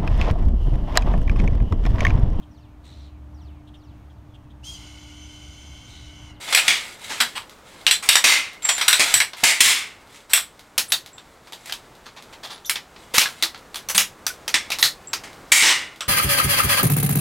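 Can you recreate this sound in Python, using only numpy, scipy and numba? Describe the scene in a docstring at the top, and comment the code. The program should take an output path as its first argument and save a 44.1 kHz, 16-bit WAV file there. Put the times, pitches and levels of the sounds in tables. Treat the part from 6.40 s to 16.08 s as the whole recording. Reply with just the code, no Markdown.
"""Unfolding a camp table in a tent

Metal tubes clink, the slatted top clatters, and plastic joints squeak and snap into place.
In between, cloth rustles over the frame, with a soft hush from the woods behind it.
The tent answers with short echoes, and a limiter holds down the hardest blows."""
import sys
import numpy as np
from scipy import signal
from scipy.fft import rfft, irfft, next_fast_len
from scipy.io import wavfile
from scipy.ndimage import uniform_filter1d, minimum_filter1d
from numba import njit

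SR = 44100
rng = np.random.default_rng(int(sys.argv[2]) if len(sys.argv) > 2 else 0)


def file_out(sig):
    """Save sig as 16-bit WAV at sys.argv[1]."""
    # one column per channel
    cols = np.atleast_2d(sig).T
    # limit, then scale
    lim = np.clip(cols, -1, 1)
    pcm = np.round(lim * 32767).astype(np.int16)
    wavfile.write(sys.argv[1], SR, pcm)


N = 426888
EVENT_SAMPLES = 32768  # room for one sound to die away
AGE = np.arange(EVENT_SAMPLES) / SR  # seconds since that sound began
CLOCK = np.arange(N) / SR


def undb(db):
    """Turn decibels into a gain."""
    return 10 ** (np.asarray(db) / 20)


def unit(x):
    """Scale a sound to an energy of one."""
    return x / np.sqrt(np.sum(x ** 2))


def add(track, start_s, sound):
    """Mix a sound into a track."""
    start = max(int(start_s * SR), 0)
    part = sound[:N - start]
    track[start:start + len(part)] += part


def late(x, delay_s):
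    """The same sound, a little later."""
    return np.pad(x, (int(delay_s * SR), 0))[:len(x)]


def drift(turns_per_s):
    """A random curve that wanders around zero, mostly by less than one."""
    turns = np.arange(0, N / SR + 1, 1 / turns_per_s)
    return np.interp(CLOCK, turns, rng.standard_normal(len(turns)))


def colour(x, tone):
    """Make some pitches louder and others softer, following (pitch_hz, gain_db) points."""
    size = 2 * next_fast_len(len(x) // 2 + 1)
    hz, db = np.transpose(tone)
    bins_hz = np.maximum(np.arange(size // 2 + 1), 1) * SR / size
    gain = undb(np.interp(np.log(bins_hz), np.log(hz), db))
    cepstrum = irfft(np.log(gain))
    # folding it makes the filter ring only after a sound, never before
    cepstrum[1:size // 2] *= 2
    cepstrum[size // 2 + 1:] = 0
    return irfft(rfft(x, size) * np.exp(rfft(cepstrum)))[:len(x)]


def fade(fade_s, hold_s=0):
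    """Stay level for hold_s, then fall by 60 dB every fade_s."""
    return np.exp(-np.log(1000) * np.maximum(AGE - hold_s, 0) / fade_s)


def wash(fade_s, damping, hold_s=0):
    """Countless notes dying as one noise; fade_s applies at 2 kHz, and higher bands die sooner."""
    edges_hz = [0, 1600, 3000, 5500, 10000, SR / 2]
    spectrum = rfft(rng.standard_normal(EVENT_SAMPLES))
    hz = np.arange(len(spectrum)) * SR / EVENT_SAMPLES
    out = np.zeros(EVENT_SAMPLES)
    for low, high in zip(edges_hz, edges_hz[1:]):
        band = irfft(spectrum * (hz >= low) * (hz < high))
        centre_hz = (low + high) / 2
        out += band * fade(fade_s / (centre_hz / 2000) ** damping, hold_s)
    return unit(out)


def ring(notes, scatter_db=3, detune=0.013):
    """A part's own dying notes; where the blow lands shifts their strength and, slightly, their pitch."""
    out = np.zeros(EVENT_SAMPLES)
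    for hz, db, fade_s in notes:
        louder, sharper, phase = rng.standard_normal(3)
        wave = np.sin(2 * np.pi * (hz * (1 + detune * sharper) * AGE + phase))
        out += undb(db + scatter_db * louder) * unit(wave * fade(fade_s))
    return unit(out)


# Tone of the woods: pitch_hz, gain_db
WOODS_TONE = [(13, -29), (22, 0), (500, -2), (1290, -5), (3250, -18), (7790, -22), (10800, -28),
              (15000, -29)]
# Level of the background hush, which the recorder's gain control turns down after the loud blows
# (a preset curve, before boost and drift): time_s, level_db
HUSH_LEVELS = [(0, -48), (3.4, -54.5), (9.35, -46.5), (9.68, -52.5)]
def woods(boost_db=2, drift_db=1):
    """A soft, dull hush from the woods outside."""
    hush = unit(colour(rng.standard_normal(N), WOODS_TONE)) * np.sqrt(N)
    level_db = np.interp(CLOCK, *np.transpose(HUSH_LEVELS))
    return hush * undb(level_db + boost_db + drift_db * drift(4.9))


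def tent_echo(gear_db=2, wall_delay_s=0.0115):
    """Sound scatters off the nearby gear first, then comes back from the tent walls."""
    gear = undb(gear_db) * wash(fade_s=0.087, damping=0.041)
    walls = late(wash(fade_s=0.17, damping=0.015), wall_delay_s)
    return gear + walls


# Tone of rubbing cloth: pitch_hz, gain_db
CLOTH_TONE = [(200, -17), (800, -3.5), (2200, 3), (3700, 0), (6500, -7), (7900, -3.5), (9500, -8.5),
              (15500, -22)]
# Cloth and tubes dragged over the frame: start_s, length_s, end_level_db
CLOTH_DRAGS = [(0, 0.3, -31), (0.31, 0.18, -46), (0.584, 0.28, -41), (1.25, 0.18, -53.5),
               (2.218, 0.49, -29.5), (2.962, 0.12, -36), (3.688, 0.058, -49.5), (5.147, 0.15, -50.5),
               (6.558, 0.46, -55)]
def cloth_rustle(handling_db=-64.5, swell_db=9.5, attack_s=0.0058, release_s=0.048):
    """Cloth moves in uneven little slips. It is never quite still, and each drag swells as it pulls."""
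    rubbing = np.full(N, undb(handling_db))
    for start_s, length_s, db in CLOTH_DRAGS:
        grip = 1 - np.exp(-AGE / attack_s)
        let_go = np.exp(-np.maximum(AGE - length_s, 0) / release_s)
        swell = undb(db - swell_db * np.maximum(1 - AGE / length_s, 0))
        add(rubbing, start_s, grip * let_go * swell)
    noise = rng.standard_normal(N)
    grain_db, flutter_db = 4 * drift(600), 3 * drift(39)
    slips = noise * undb(grain_db + flutter_db)
    return unit(colour(slips, CLOTH_TONE)) * np.sqrt(N) * rubbing


def loose_ticks(ticks_per_s=6.4, click_db=-20.5, scatter_db=4.5):
    """Loose fittings tick faintly at random, with the same tone as the plastic catches."""
    clicks = rng.random(N) < ticks_per_s / SR
    strength = undb(click_db + scatter_db * rng.standard_normal(N))
    return colour(clicks * strength, PLASTIC_TONE)


# Squeaking joints: start_s, length_s, first_hz, last_hz, level_db, waver_share
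JOINT_SQUEAKS = [(2.221, 0.15, 7470, 7240, -29, 0.0044), (4.48, 0.028, 6750, 11500, -42.5, 0.033),
                 (6.111, 0.034, 9700, 10000, -51, 0.0056), (6.245, 0.04, 3710, 5450, -38.5, 0.048),
                 (7.56, 0.018, 7400, 10240, -20.5, 0.034), (8.4, 0.035, 8200, 12500, -29, 0.031)]
def joint_squeaks(octave_db=-4, slip_s=0.012, slip_db=4):
    """A tightening joint sticks and slips: its note glides, and each slip jumps in pitch and strength."""
    out = np.zeros(N)
    for start_s, length_s, first_hz, last_hz, db, waver_share in JOINT_SQUEAKS:
        n = int(length_s * SR)
        waver = uniform_filter1d(rng.standard_normal(EVENT_SAMPLES), size=24)[:n]
        slip_number = (AGE[:n] / slip_s).astype(int)
        jump, force = uniform_filter1d(rng.standard_normal((2, EVENT_SAMPLES))[:, slip_number], size=64)
        glide_hz = last_hz + (first_hz - last_hz) * np.linspace(1, 0, n) ** 2
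        hz = glide_hz * (1 + waver_share * (2 * jump + waver / waver.std()))
        phase = 2 * np.pi * np.cumsum(hz) / SR
        note = np.sin(phase)
        if last_hz < 6500:
            note += undb(octave_db) * np.sin(2 * phase)
        add(out, start_s, undb(db + slip_db * force) * note * signal.windows.tukey(n, 0.2))
    return out


# Dull bumps passed down the legs into the ground: start_s, pitch_hz, fade_s, level_db
LEG_THUDS = [(.805, 236, 0.35, -41), (2.739, 116, 0.31, -40.5), (6.742, 496, 0.05, -26),
             (6.779, 80, 0.048, -32), (6.78, 242, 0.072, -26.5), (7.028, 331, 0.23, -37),
             (7.551, 197, 0.39, -37)]
# Struts left ringing after a touch, plus the hollow note of the catch that snaps at 7.03 s: start_s, pitch_hz,
# fade_s, level_db
STRUT_PINGS = [(4.732, 7600, 0.28, -44.5), (4.781, 3600, 0.062, -37), (6.858, 1660, 0.096, -22),
               (7.033, 3880, .06, -17), (7.488, 5930, 0.21, -24.5), (7.903, 1475, 0.1, -30),
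               (8.673, 7630, 0.15, -31.5)]
def thuds_and_pings(twin_ratio=1.014):
    """A bumped leg, strut or catch gives a dying note that wobbles against a weaker, slightly higher twin."""
    out = np.zeros(N)
    for start_s, hz, fade_s, db in LEG_THUDS + STRUT_PINGS:
        phase = 2 * np.pi * hz * AGE
        pair = np.sin(phase) + np.sin(twin_ratio * phase) / 2
        add(out, start_s, undb(db) * pair * fade(fade_s))
    return out


# Low notes of the whole frame: pitch_hz, gain_db, fade_s
FRAME_NOTES = [(135, -7.5, 0.1), (325, -6, 0.064), (724, 6, 0.049)]
# A leg or the top lands: start_s, level_db
FRAME_JOLTS = [(2.739, -23.5), (3.034, -19.5), (8.427, -24.5)]
BURST_GAIN = np.sqrt(SR / 200)  # levels of jolts and blows count their energy as if packed into 5 ms
def frame_booms():
    """A hard landing shakes the whole frame, which booms briefly in the tent."""
    out = np.zeros(N)
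    for start_s, db in FRAME_JOLTS:
        boom = ring(FRAME_NOTES)
        echo = signal.fftconvolve(boom, tent_echo())[:EVENT_SAMPLES]
        add(out, start_s, undb(db) * unit(boom + echo / 2) * BURST_GAIN)
    return out


def bass_change_db(level_db, contact_s, plain_db=-21.5, plain_contact_s=0.0029):
    """Light touches and long contacts sound fuller; hard, short blows sound thinner."""
    return np.log2(contact_s / plain_contact_s) - 0.4047 * (level_db - plain_db)


def crackle(push, scatter_db=8.2):
    """Two surfaces meet in a burst of tiny, uneven impacts."""
    noise = rng.standard_normal(EVENT_SAMPLES)
    return unit(push * noise * undb(scatter_db * rng.standard_normal(EVENT_SAMPLES)))


def strike(body, tone, level_db, contact_s, treble_db, peak_hz, peak_db, ripple_db,
           width_hz=170, notch_db=0):
    """One blow: a crack, its echo off the ground, and the ringing of the part and the tent."""
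    push = unit(np.sqrt(AGE) * np.exp(-AGE / contact_s))
    crack = undb(0.7) * crackle(push)
    ground_echo = undb(-5) * late(crackle(push), delay_s=0.0028)
    build_up = np.sqrt(np.cumsum(push ** 2))  # the ringing grows while the contact lasts
    sound = crack + ground_echo + build_up * (body + tent_echo())
    hz = np.arange(100, SR / 2, 100)
    tone_hz, tone_db = np.transpose(tone)
    gain_db = np.interp(np.log(hz), np.log(tone_hz), tone_db)
    tilt_db = [bass_change_db(level_db, contact_s), 0, 0, treble_db]
    gain_db += np.interp(np.log(hz), np.log([900, 2000, 5000, 10000]), tilt_db)
    # each spot favours one pitch and weights the others unevenly; a hollow swallows a lower band
    gain_db += peak_db / (1 + ((hz - peak_hz) / width_hz) ** 2)
    gain_db += ripple_db * np.interp(hz, hz[::2], rng.standard_normal(len(hz[::2])))
    gain_db -= notch_db / (1 + ((hz - 0.65 * peak_hz) / width_hz) ** 2)
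    mean_gain = np.sqrt(np.mean(undb(gain_db) ** 2))
    return colour(sound, np.transpose([hz, gain_db])) / mean_gain * undb(level_db) * BURST_GAIN


# Tone of the plastic parts: pitch_hz, gain_db
PLASTIC_TONE = [(100, -22), (400, -11), (900, -1), (1700, 0.5), (3900, 2.5), (7500, -5.5), (10500, -9),
                (12600, -10), (15500, -17)]
# Joints and catches, snapped or scuffed: start_s, level_db, contact_s, treble_db, hollow_hz
PLASTIC_SNAPS = [(2.933, -34, 0.0016, -11, 720), (4.379, -18, .0007, 7, 2900),
                 (4.382, -16, 0.00037, 3.5, 5230), (4.52, -12.5, 0.0018, 3, 3660),
                 (5.072, -45.5, 0.0016, -6, 1230), (5.123, -39, 0.00057, -1, 3800),
                 (5.132, -36.5, 0.00062, -1, 3580), (5.258, -38.5, 0.00069, 5, 1970),
                 (5.279, -45, .001, 6, 1960), (5.297, -34, 0.00037, -3, 1690),
                 (5.324, -27.5, 0.00016, 0, 3220), (5.656, -36.5, 0.019, -10, 1310),
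                 (5.764, -37.5, 0.014, -11, 2360), (5.926, -39, 0.0095, -6, 2270),
                 (6.03, -28.5, 0.026, -6, 3550), (6.098, -29.5, 0.028, -8, 3530),
                 (6.296, -17, 0.0005, 5.5, 9600), (6.355, -25.5, 0.003, -8, 1870),
                 (6.562, -44.5, 0.0027, -17, 2170), (6.738, -10.5, 0.039, 3.5, 960),
                 (6.781, -4, 0.0011, 1.5, 1120), (6.812, -16.5, 0.017, -5, 2420),
                 (7.025, -17.5, 0.00063, 3, 4000), (7.035, -20, 0.00063, -2, 4300),
                 (7.146, -37.5, 0.00052, -14, 1430), (7.344, -32.5, .001, 0, 9500),
                 (7.357, -29, 0.0024, 4, 3300), (7.487, -27.5, 0.0023, 9, 6000),
                 (7.497, -22, 0.0068, 7.5, 6100), (7.547, -18, 0.0056, 5.5, 8400),
                 (7.579, -6, 0.00073, 2.5, 6750), (7.866, -20.5, 0.00033, 5.5, 5840),
                 (8.079, -23, 0.0015, -2, 6200), (8.303, -24, 0.00073, -3, 3910),
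                 (8.318, -20.5, 0.0042, -1.5, 2380), (8.385, -23, 0.0097, 4, 4240),
                 (8.427, -4.5, 0.00052, 1, 4040), (8.732, -20.5, 0.0029, -2, 5470)]
def catch_snaps(hollow_db=-15, hollow_fade_s=0.051):
    """Plastic catches snap shut and die at once, each with a brief note from its hollow inside."""
    out = np.zeros(N)
    for start_s, *blow, hollow_hz in PLASTIC_SNAPS:
        hollow = undb(hollow_db) * ring([(hollow_hz, 0, hollow_fade_s)])
        snap = strike(hollow, PLASTIC_TONE, *blow, hollow_hz,
                      peak_db=5, ripple_db=2, width_hz=400, notch_db=5)
        add(out, start_s, snap)
    return out


# Tone of the slatted top: pitch_hz, gain_db
SLAT_TONE = [(100, -20.5), (300, -11), (500, -15), (900, -7), (1500, -7.5), (2100, -1), (4200, -7),
             (8500, -9), (10500, -16.5), (15500, -27.5)]
# The band where the top rings longest: pitch_hz, gain_db
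DRONE_TONE = [(900, -25), (1700, -13.5), (2100, -4), (2500, -10.5), (3400, -5.5), (5000, -12)]
# Blows on the top: start_s, level_db, contact_s, treble_db, chatter_gain_db, chatter_s
SLAT_BLOWS = [(0.074, -30, 0.013, -16, 14, 0.23), (0.28, -12, 0.002, -2, 6, 0.00096),
              (0.693, -28, 0.016, -3.5, 8.5, 0.031), (1.624, -28, 0.014, 4, 7.5, 0.065),
              (1.84, -8.5, 0.0081, 1, 12, 0.057), (2.594, -6.5, 0.018, 0, -2, 0),
              (3.036, -8, 0.0048, 2, 7.5, 0.04), (3.205, -3, 0.0058, 5, 7, 0.057),
              (3.261, -13.5, 0.011, -2, 0.5, 0.12), (8.141, -11, 0.0028, -3.5, -8, 0.018),
              (8.836, -37, .003, -1, 5, 0), (9.118, -1.5, 0.0089, 4.5, 7, 0.056),
              (9.221, -12, 0.013, -3.5, 11.5, 0.078)]
def slat_clatter(drone_db=-10, jostle_db=0.9, bass_cut_hz=450):
    """The slats chatter in their frame for a moment after a blow, then ring out near 2 kHz."""
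    out = np.zeros(N)
    bass_cut = signal.butter(1, bass_cut_hz, "high", fs=SR)  # light slats carry little bass
    for start_s, *blow, chatter_gain_db, chatter_s in SLAT_BLOWS:
        slats = wash(fade_s=0.39, damping=0.13, hold_s=chatter_s)
        jostle = undb(jostle_db * drift(156)[:EVENT_SAMPLES])
        slats = signal.lfilter(*bass_cut, slats * jostle)
        drone = colour(wash(fade_s=0.45, damping=0.29, hold_s=chatter_s), DRONE_TONE)
        swell = 1 - np.exp(-AGE / (chatter_s + 0.012))  # the frame soaks up the chatter and rings late
        body = undb(chatter_gain_db) * (slats + undb(drone_db) * unit(drone * swell))
        add(out, start_s, strike(body, SLAT_TONE, *blow, peak_hz=2150, peak_db=1, ripple_db=2))
    return out


# Tone of the metal tubes: pitch_hz, gain_db
TUBE_TONE = [(100, -22.5), (300, -20), (700, -5.5), (1500, 0), (3900, 1), (4700, -4), (5500, -4.5),
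             (6700, -12), (8000, -2), (9400, -8), (11300, -16), (13400, -13.5), (15500, -27.5)]
# Notes one tube rings with: pitch_hz, gain_db, fade_s
TUBE_NOTES = [(1487, -7.5, 0.05), (2730, -7, 0.09), (3430, -15.5, 0.21), (3820, -16, .08), (5710, 5, 0.15),
              (7750, 1, 0.21), (7950, 1, .16), (8850, -2.5, 0.12), (13100, 3, 0.07)]
# Blows on the tubes: start_s, level_db, contact_s, treble_db, peak_hz
TUBE_BLOWS = [(.125, -17.5, 0.003, -2, 2200), (.148, -9, 0.002, 4.5, 2170), (.174, -12, 0.0035, -2, 2440),
              (.802, -11.5, 0.0072, -2, 1590), (0.953, -23.5, 0.022, -3.5, 2940),
              (1.466, -10.5, 0.0012, -3.5, 2900), (1.511, -9, 0.00041, 0.5, 4020),
              (1.689, -0.5, 0.00072, 1.5, 3580), (1.755, -7.5, 0.00091, -1.5, 7300),
              (2.251, -27, 0.0012, 0, 2100), (2.288, -13, 0.0037, -1.5, 7700),
              (2.380, -24.5, 0.002, 1, 1650), (2.411, -17, 0.0031, -6, 1560), (2.480, -6, 0.0037, 3, 1640),
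              (2.529, -9.5, 0.0018, 0.5, 3770), (2.74, -7.5, 0.00089, 5.5, 5350),
              (2.802, -13.5, 0.0011, -1, 2180), (2.819, -26.5, 0.00048, -2, 4000),
              (3.895, -28, 0.042, 7, 7860), (3.934, -6.5, 0.0016, 7.5, 3430),
              (3.975, -22.5, 0.0012, 4, 3450), (4.781, -44.5, 0.00076, -6, 3530),
              (6.858, -25, 0.00087, -25, 1590), (9.607, -26.5, 0.0012, -5.5, 1320)]
def tube_clinks(buzz_db=-2, ring_db=-3, tube_count=2):
    """Hollow tubes hit each other: a crack, a short buzz and the notes of both, tuned a little apart."""
    out = np.zeros(N)
    for start_s, *blow in TUBE_BLOWS:
        buzz = undb(buzz_db) * wash(fade_s=0.22, damping=0.024)
        ringing = undb(ring_db) * ring(TUBE_NOTES * tube_count)
        add(out, start_s, strike(buzz + ringing, TUBE_TONE, *blow, peak_db=6.5, ripple_db=3))
    return out


def scene():
    """The table, the tent and the woods together, the same in both channels."""
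    handling = joint_squeaks() + cloth_rustle() + loose_ticks()
    echo = signal.fftconvolve(handling, tent_echo())[:N]
    blows = tube_clinks() + slat_clatter() + catch_snaps() + frame_booms() + thuds_and_pings()
    mono = woods() + handling + echo + blows
    return np.array([mono, mono])


@njit
def limiter_cut_db(excess_db, attack_s, release_s):
    """How far to turn down: follow the excess level, at one speed going up and another going down."""
    out, cut = np.empty(len(excess_db)), 0.
    for i in range(len(excess_db)):
        lag_s = attack_s if excess_db[i] > cut else release_s
        cut += (excess_db[i] - cut) / (lag_s * SR)
        out[i] = cut
    return out


def record(dry, threshold_db=-14, attack_s=0.0096, release_s=0.0038, top_hz=16000):
    """A slow limiter tames loud blows, a fast one catches the peaks it misses, and the top is cut."""
    power = signal.lfilter([1 / 44], [1, 1 / 44 - 1], dry[0] ** 2)  # averaged over about 1 ms
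    excess_db = np.maximum(10 * np.log10(power + 1e-12) - threshold_db, 0)
    held = dry * undb(-limiter_cut_db(excess_db, attack_s, release_s))
    safe_gain = 1 / np.maximum(np.abs(held[0]), 1)
    held *= uniform_filter1d(minimum_filter1d(safe_gain, size=13), size=13)
    top_cut = signal.ellip(10, 0.2, 80, top_hz, fs=SR, output="sos")
    return signal.sosfilt(top_cut, held)


dry = scene()
out = record(dry)
file_out(out)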